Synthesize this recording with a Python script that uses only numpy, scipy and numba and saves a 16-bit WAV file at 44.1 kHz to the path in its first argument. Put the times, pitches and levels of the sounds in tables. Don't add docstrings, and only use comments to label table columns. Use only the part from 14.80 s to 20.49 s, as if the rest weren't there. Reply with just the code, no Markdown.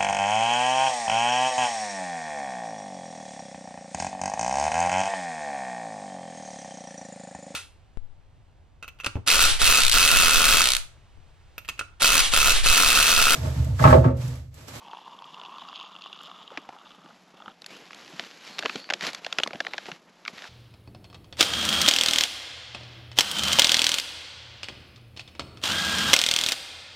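import sys
import numpy as np
from scipy import signal
from scipy.fft import rfft, irfft
from scipy.io import wavfile
from scipy.ndimage import uniform_filter1d
from numba import njit

SR = 44100
rng = np.random.default_rng(int(sys.argv[2]) if len(sys.argv) > 2 else 0)


def int16_out(signal):
    q = np.round(np.clip(np.atleast_2d(signal).T, -1, 1) * 32767)
    wavfile.write(sys.argv[1], SR, q.astype(np.int16))


def undo_db(level):
    steps = np.asarray(level, float) / 20
    return 10 ** steps


N = 250929


def gain_at(points, hz):
    at, db = np.transpose(points)
    return undo_db(np.interp(np.log(np.maximum(hz, 1)), np.log(at), db))


def colour(x, points):
    cepstrum = irfft(np.log(gain_at(points, np.fft.rfftfreq(2048, 1 / SR))))
    cepstrum[1:1024] *= 2
    cepstrum[1025:] = 0
    response = irfft(np.exp(rfft(cepstrum)))[:1024]
    return signal.fftconvolve(x, response)[:N]


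def unit(x):
    return x / np.sqrt(np.mean(x ** 2))


def curves(table):
    s, *columns = np.transpose(table)
    return [np.interp(np.arange(N) / SR, s, c) for c in columns]


@njit
def svf(x, hz, width):
    y, band, low = np.empty(len(x)), 0., 0.
    for i in range(len(x)):
        g, k = np.tan(np.pi * hz[i] / SR), width / hz[i]
        v = (band + g * (x[i] - low)) / (1 + g * (g + k))
        band, low, y[i] = 2 * v - band, low + 2 * g * v, k * v
    return y


def modes(x, table, stretch=1.):
    total = 0
    for k, (hz, width, db) in enumerate(table):
        centre = np.full(len(x), 1. * hz) * stretch
        total = total + (-1) ** k * undo_db(db) * svf(x, centre, 1. * width)
    return total


def walk(rate):
    k = int(SR / rate)
    held = np.repeat(rng.standard_normal(N // 100), k)[:N]
    return 1.82 * uniform_filter1d(uniform_filter1d(held, k), k)


def walk_gain():
    return undo_db(1.5 * walk(16))


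def grains(per_s, spread_db, smear_ms):
    when, size, fill = rng.random(N), rng.exponential(size=N), rng.standard_normal(N)
    struck = np.clip((per_s / SR - when) * 82000.0, 0, 1)
    hits = struck * undo_db(2 * spread_db * np.minimum(size, 3.5))
    keep = np.exp(-2000 / (smear_ms * SR))
    return unit(np.sqrt(signal.lfilter([1], [1, -keep], hits)) * fill)


def add(out, s, piece):
    i = int(s * SR)
    out[i:i + len(piece)] += piece[:N - i]


def burst(noise, length_ms):
    u = np.arange(len(noise)) / SR * 1000 / max(length_ms, .2)
    return noise * (1 - np.exp(-u / 0.06)) * np.exp(-u)


def gate(start_s, length_s, rise_s, fall_s):
    t = np.arange(N) / SR
    rise, fall = (t - start_s) / rise_s, (start_s + length_s - t) / fall_s
    return np.exp(np.minimum(0, np.minimum(rise, fall)))


BUBBLE_CYCLES, BUBBLE_GLIDE, BUBBLE_SPREAD = 7., .15, .07


def bubbles(hz, count):
    out = np.zeros(N)
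    times = rng.random(count) * STREAM[-1][0]
    for when, size, tune in zip(times, rng.exponential(size=count), rng.standard_normal(count)):
        turns = np.arange(1024) / SR * hz[int(when * SR)] * np.exp(BUBBLE_SPREAD * tune)
        u = turns / BUBBLE_CYCLES
        swell = 3 * u * np.exp(-3 * u)
        ring = np.sin(2 * np.pi * turns * (1 + BUBBLE_GLIDE * u / 2))
        add(out, when, undo_db(2.1 * min(size, 3)) * swell * ring)
    return unit(out)


COLUMN_START_HZ, COLUMN_LIMIT_HZ, FILL_S = 900., 1482, 2.68
MUG_WIDTH_HZ, GURGLE_HZ, SMALL_BUBBLE_HZ = 190., 847, 3155
UPPER_RISE, UPPER_WANDER, SPLASH_SPREAD = .07, .025, .03
# (time [s], level [dB],
# upper modes rung by spray [dB against the lowest mode], gurgle [dB against the lowest mode])
STREAM = [(0, -53.5, -7, -10), (.1, -47, -3.5, -20), (.22, -56.5, 2.5, -25), (.3, -50, -5, -14),
          (.5, -50.5, 1.5, -12), (.62, -46.5, -4.5, -8.5), (.8, -48.5, 1, -7.5), (.97, -48.5, 3.5, -11),
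          (1.1, -50.5, 2.5, -12), (1.3, -53, 4.5, -8), (1.55, -52, 1, -6), (1.68, -57.5, 3.5, 0.5),
          (1.95, -62, -1, 8), (2.1, -60.5, 1.5, -15), (2.3, -57.5, -6, 4), (2.36, -75, -7, -12),
          (2.56, -64, -4, 6), (2.65, -60.5, 1, 3.5), (2.721, -57.5, 1, 4)]
# (time [s], peak level [dB], upper modes [dB against the lowest])
SPLASH_HITS = [(0.083, -35, -1), (0.133, -26.5, -23), (0.112, -33, 11), (0.17, -31, 0.5), (0.186, -35, -12),
               (0.214, -40, -15), (0.277, -31, -21), (0.389, -31, 8), (0.421, -29.5, -4), (0.442, -30, 20),
               (0.543, -28.5, 7), (0.583, -36, -14), (0.597, -29, 8), (0.614, -25.5, 10), (0.635, -29, 4),
               (0.65, -28, 12), (0.66, -29.5, 11), (0.693, -36, 8), (0.714, -45, 7), (0.727, -39, -5),
               (0.783, -28, 7), (0.82, -31.5, -4), (0.887, -28, 11), (0.896, -32, 0), (0.929, -30.5, -9),
               (0.958, -23, 29), (0.976, -30, 13), (0.999, -25.5, 29), (1.011, -35, 2), (1.04, -35.5, -13),
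               (1.063, -38, 0), (1.112, -39, 17), (1.152, -29, 5), (1.163, -27.5, 13), (1.22, -28, 22),
               (1.239, -29, 17), (1.26, -26, -0.5), (1.328, -23.5, 17), (1.389, -32.5, 28),
               (1.41, -29.5, 6), (1.436, -33, 8), (1.497, -35, -6), (1.514, -28, 2), (1.677, -28.5, 17),
               (1.704, -32, 0), (1.963, -40, -12), (2.013, -40, -17), (2.058, -38, -4), (2.067, -36.5, -2),
               (2.092, -41, 14), (2.106, -36, 6), (2.117, -35, 15), (2.147, -37, 4), (2.259, -35, -2),
               (2.287, -41, 10), (2.308, -42.5, -12), (2.602, -35, -4), (2.621, -32.5, -1),
               (2.659, -29.5, -1), (2.68, -26, -10)]
# (frequency [Hz], width [Hz], level [dB])
MUG_UPPER_MODES = [(2850, 186, 8), (3480, 286, 5.5), (4850, 660, -6), (6900, 280, -6.5), (11100, 500, -16)]


def pour():
    t = np.arange(N) / SR
    db, upper_db, gurgle_db = curves(STREAM)
    hz = COLUMN_LIMIT_HZ + (COLUMN_START_HZ - COLUMN_LIMIT_HZ) * np.exp(-t / FILL_S)
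    lift = 1 - UPPER_RISE * np.exp(-t / 0.43)
    surge = walk(24.14)
    churn = np.exp(.03 * walk(120))
    drops = grains(230, 3.4, .5)
    fine = grains(500, 2.6, 1.5)
    low = unit(svf(svf(drops + .45 * fine, hz * churn, MUG_WIDTH_HZ), hz, 480.))
    low = .75 * low + .55 * bubbles(hz, count=500)
    gurgle = unit(svf(grains(200, 2.4, 6.), GURGLE_HZ * np.exp(.09 * walk(40)), 260.))
    spray = drops + .6 * grains(450, 3.6, .5)
    upper = unit(modes(spray, MUG_UPPER_MODES, lift * np.exp(UPPER_WANDER * walk(17))))
    upper = .8 * upper + .4 * bubbles(SMALL_BUBBLE_HZ * lift, count=700)
    upper = upper * undo_db(upper_db + 2.1 * walk(40.14))
    running = t < STREAM[-1][0]
    out = running * undo_db(db + 1.2 * surge) * (low + undo_db(gurgle_db) * gurgle + upper)
    noises = rng.standard_normal((len(SPLASH_HITS), 1024))
    for (s, peak_db, top_db), noise in zip(SPLASH_HITS, noises):
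        i = int(s * SR)
        pitch = np.full(len(noise), hz[i])
        column = svf(svf(burst(noise, 0.6), pitch, MUG_WIDTH_HZ), pitch, 450.0)
        deep = svf(burst(noise, 2.8), np.full(len(noise), GURGLE_HZ), 153.0)
        column = column + undo_db(-15) * deep
        top = modes(burst(noise, 1.1), MUG_UPPER_MODES, lift[i] * np.exp(SPLASH_SPREAD * noise[-1]))
        top = svf(top, np.full(len(noise), 3700.), 1700.0)
        ring = column / np.abs(column).max() + undo_db(top_db) * top / np.abs(top).max()
        add(out, s, undo_db(peak_db) * ring / np.abs(ring).max())
    return out


AIR_DB = -59
# (frequency [Hz], level per Hz [dB])
AIR_SHAPE = [(30, -4), (70, -17), (100, -20.5), (190, -4), (400, -23.5), (650, -6.5), (1500, -13),
             (3000, -19.5), (6000, -21), (12000, -25.5)]


def air():
    return undo_db(AIR_DB) * walk_gain() * unit(colour(rng.standard_normal(N), AIR_SHAPE))


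REACH_S, LET_GO_S = 0.015, 0.018
REST_DB, REST_TREBLE_DB, REST_DRAG_DB = -66.5, 5, -57
# (start [s], length [s], rustle level [dB],
# treble [dB against the rustle], low drag level [dB])
HAND_MOVES = [(1.728, 0.036, -47, -14, -70), (2.895, 0.081, -52.5, 6, -44.5), (3, 0.084, -51, 3.5, -53),
              (3.11, 0.051, -52.5, 4, -59), (3.17, 0.24, -52.5, 7, -52), (3.406, 0.063, -51.5, 6.5, -45),
              (3.488, 0.19, -56, 8, -52.5), (3.674, 0.092, -53, 6, -47), (3.781, 0.22, -48.5, 5.5, -46),
              (3.977, 0.2, -55.5, 6.5, -52.5), (4.227, 0.057, -31, 3, -55), (4.326, 0.061, -45.5, 0, -62),
              (4.434, 0.21, -49, 2.5, -76), (4.59, 0.36, -49, -4, -49.5), (4.966, 0.071, -57, 11, -59),
              (5.064, 0.033, -53.5, 13, -47.5), (5.127, 0.033, -52, 2.5, -72),
              (5.283, 0.011, -49, -15, -74), (5.489, 0.0061, -42.5, -3, -46),
              (5.536, 0.14, -50.5, 7, -53.5)]
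# (frequency [Hz], level per Hz [dB])
RUSTLE_SHAPE = [(200, -8.5), (600, -1), (1700, -3), (3500, -3.5), (5600, -6), (8000, -9), (12000, -11.5)]
# (frequency [Hz], level per Hz [dB])
DRAG_SHAPE = [(40, -21), (100, -20.5), (190, -9.5), (300, -7.5), (500, -10), (900, -16.5)]


def hands():
    low, high = undo_db(REST_DB) ** 2, undo_db(REST_DB + REST_TREBLE_DB) ** 2
    dragging = undo_db(REST_DRAG_DB) ** 2
    for start_s, length_s, db, treble_db, drag_db in HAND_MOVES:
        power = gate(start_s, length_s, REACH_S, LET_GO_S) ** 2
        low = low + power * undo_db(db) ** 2
        high = high + power * undo_db(db + treble_db) ** 2
        dragging = dragging + power * undo_db(drag_db) ** 2
    split = signal.butter(2, 2500, fs=SR, output="sos")
    big, small = (unit(colour(grains(300, 4.5, 0.5) + 1.8 * rng.standard_normal(N), RUSTLE_SHAPE))
                  for _ in range(2))
    low_folds = np.sqrt(low) * signal.sosfilt(split, big) * walk_gain()
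    high_folds = np.sqrt(high) * (small - signal.sosfilt(split, small)) * walk_gain()
    drag = np.sqrt(dragging) * unit(colour(grains(250, 2., 5.0), DRAG_SHAPE))
    return low_folds + high_folds + drag


# (time [s], peak level [dB], frequency [Hz])
SOFT_BUMPS = [(0.524, -51.5, 229), (1.717, -38, 513), (1.775, -33, 284), (2.182, -46.5, 183),
              (2.244, -44.5, 224), (2.539, -44.5, 190), (2.677, -40, 203), (3.335, -38, 200),
              (3.848, -28.5, 343), (3.954, -26.5, 270), (4.148, -38, 304), (4.269, -34.5, 338),
              (4.659, -36, 247), (4.749, -35, 228), (5.082, -26.5, 630), (5.118, -42, 146),
              (5.53, -42, 178), (5.562, -51, 105)]


def bumps():
    out = np.zeros(N)
    noises = rng.standard_normal((len(SOFT_BUMPS), 4096))
    for (s, peak_db, hz), noise in zip(SOFT_BUMPS, noises):
        centre = np.full(len(noise), 1. * hz)
        push = burst(.15 + noise, 10.)
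        thud = svf(svf(push, centre, 0.52 * hz), centre, 43.0 * hz)
        add(out, s, undo_db(peak_db) * thud / np.abs(thud).max())
    return out


SNAP_MS, SNAP_SPREAD, SNAP_SHRINK = 1.93, .18, 0.019
EDGE_DB, EDGE_DB_PER_OCTAVE = -25.5, 17.5
PANEL_SPREAD = .16
JOLT_DB, JOLT_HZ = -26, 70.
# (time [s], peak level of the crack [dB],
# brightest frequency [Hz], low knock [dB against the peak])
CREASE_SNAPS = [(1.416, -52, 11000, -30), (1.433, -48, 11000, -30), (1.773, -17, 1730, -13),
                (1.889, -35.5, 900, 11), (2.819, -28.5, 4600, -16), (2.843, -28.5, 3520, -21),
                (2.862, -22, 6340, -22.5), (3.107, -27, 1710, -30), (3.12, -36, 5500, -30),
                (3.131, -26, 2240, -21), (3.146, -28.5, 5000, -25), (3.26, -35, 3600, -30),
                (3.395, -10, 2380, -18.5), (3.438, -29, 2590, -17), (3.466, -39, 2700, -20),
                (3.784, -18, 3460, -33), (3.79, -11, 3870, -16.5), (3.825, -19.5, 1770, -13),
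                (3.833, -19, 1790, -8), (3.852, -18, 1620, -7), (3.858, -6.5, 1500, -14),
                (3.895, -14.5, 1540, -19.5), (3.957, -13.5, 2300, -13.5), (4.042, -29, 2560, -32),
                (4.09, -25, 1260, -10), (4.101, -8.5, 2220, -10.5), (4.105, -7, 1770, -18),
                (4.122, -30, 1740, 6), (4.136, -7, 3200, -18), (4.209, -15, 3160, -23),
                (4.224, -19, 1470, -21), (4.237, -17, 1790, -13), (4.249, -15, 3500, -25),
                (4.267, -14, 4800, -12.5), (4.289, -20, 1890, -13), (4.332, -19, 4380, -14.5),
                (4.347, -17, 4660, -21), (4.446, -17.5, 2940, -24), (4.464, -15.5, 2500, -8.5),
                (4.526, -10.5, 3300, -20.5), (4.585, -4.5, 2850, -15), (4.599, -13.5, 2600, -8),
                (4.634, -3, 3370, -21), (4.661, -36.5, 902, 13), (4.674, -14.5, 4050, -10),
                (4.707, -24, 1060, -5.5), (4.732, -20.5, 2010, -5), (4.746, -34, 1500, 1),
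                (4.756, -24.5, 2600, -9), (4.803, -10, 1780, -13.5), (4.849, -22.5, 1560, -12),
                (4.867, -11.5, 1430, -19), (4.881, -40, 900, 6), (4.935, -15, 1820, -14),
                (4.941, -23.5, 1950, -1.5), (4.98, -13.5, 2210, -15.5), (5.056, -27, 2580, -6),
                (5.066, -26, 3030, -26), (5.116, -19.5, 1400, -39), (5.451, -22.5, 2380, -41),
                (5.46, -23.5, 1700, -35), (5.478, -12.5, 2740, -24), (5.581, -25.5, 1600, -36),
                (5.621, -23.5, 3400, -15), (5.641, -25.5, 2400, -16), (5.652, -31.5, 1130, -4.5),
                (5.675, -30, 3000, -25)]
# (frequency [Hz], width [Hz], level [dB])
BAG_MODES = [(1500, 376, 0.5), (3004, 500, 5), (3820, 2250, -2.5), (6270, 2150, 0)]


def snaps():
    out = np.zeros(N)
    noises = rng.standard_normal((len(CREASE_SNAPS), 2, 2048))
    for (s, peak_db, hz, knock_db), noise in zip(CREASE_SNAPS, noises):
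        ms = SNAP_MS * np.exp(SNAP_SPREAD * noise[1, -1] + SNAP_SHRINK * (peak_db + 16.5))
        edge_db = EDGE_DB + EDGE_DB_PER_OCTAVE * np.log2(hz / 2000)
        slips = np.sign(noise[0])
        kick = burst(slips, ms) + undo_db(-15.0) * burst(slips, 1.32 * ms)
        size = len(kick)
        film = modes(kick, BAG_MODES, np.exp(PANEL_SPREAD * noise[0, -1])) + .2 * kick
        crack = svf(film, np.full(size, 1. * hz), .95 * hz)
        crack = svf(crack, np.full(size, 2500.), 9000.0)
        edge = svf(burst(noise[0], 1.5 * ms), np.full(size, 8500.), 8500.0)
        snap = crack / np.abs(crack).max() + undo_db(edge_db) * edge / np.abs(edge).max()
        add(out, s, undo_db(peak_db) * snap)
        knock = svf(burst(0.05 + noise[1], 1.57 * ms), np.geomspace(750., 250., size), 346.0)
        jolt = svf(burst(np.ones(size), 2.8), np.full(size, JOLT_HZ), 110.0)
        low = knock / np.abs(knock).max() + undo_db(JOLT_DB) * jolt / np.abs(jolt).max()
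        add(out, s + 0.00155, undo_db(peak_db + knock_db) * low)
    return out


HISS_RISE_S, HISS_FADE_S, HISS_WIDTH_HZ = 0.041, 0.053, 400.
# (start [s], length [s], level [dB],
# start frequency [Hz], end frequency [Hz])
FILM_HISSES = [(2.912, 0.04, -50, 2200, 2920), (3.745, 0.31, -47, 4300, 4460),
               (4.858, 0.066, -50.5, 3900, 3950)]


def hiss():
    start_s, length_s, _, start_hz, end_hz = np.transpose(FILM_HISSES)
    times = np.ravel([start_s, start_s + length_s], "F")
    glide = np.interp(np.arange(N) / SR, times, np.ravel([start_hz, end_hz], "F"))
    centre = glide * (1 + .012 * walk(30))
    level = sum(undo_db(db) * gate(s, length, HISS_RISE_S, HISS_FADE_S)
                for s, length, db, _, _ in FILM_HISSES)
    band = svf(svf(rng.standard_normal(N), centre, HISS_WIDTH_HZ), centre, 2 * HISS_WIDTH_HZ)
    return level * unit(band)


def scene():
    mix = pour() + air() + hands() + bumps() + snaps() + hiss()
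    return np.tile(mix, (2, 1))


def band_limit(x):
    return signal.sosfilt(signal.butter(12, 14260, fs=SR, output="sos"), x)


# (frequency [Hz], gain [dB])
MICROPHONE_RESPONSE = [(20, -20), (110, -7), (160, 3.5), (5000, -5), (7500, -10.5), (8700, -22),
                       (9050, -29), (9400, -19), (11500, -14.5), (13000, -29.5), (14000, -32), (14500, -39)]
# (frequency [Hz], side against mid [dB])
CAPSULE_DIFFERENCE = [(30, -38), (150, -44), (2000, -43.5), (5000, -34), (8000, -23), (11000, -14),
                      (14000, -2)]


def record(dry):
    mid = colour(dry[0], MICROPHONE_RESPONSE)
    side = colour(mid * walk(400), CAPSULE_DIFFERENCE)
    return band_limit(np.array([mid + side, mid - side]))


dry = scene()
out = record(dry)
int16_out(out)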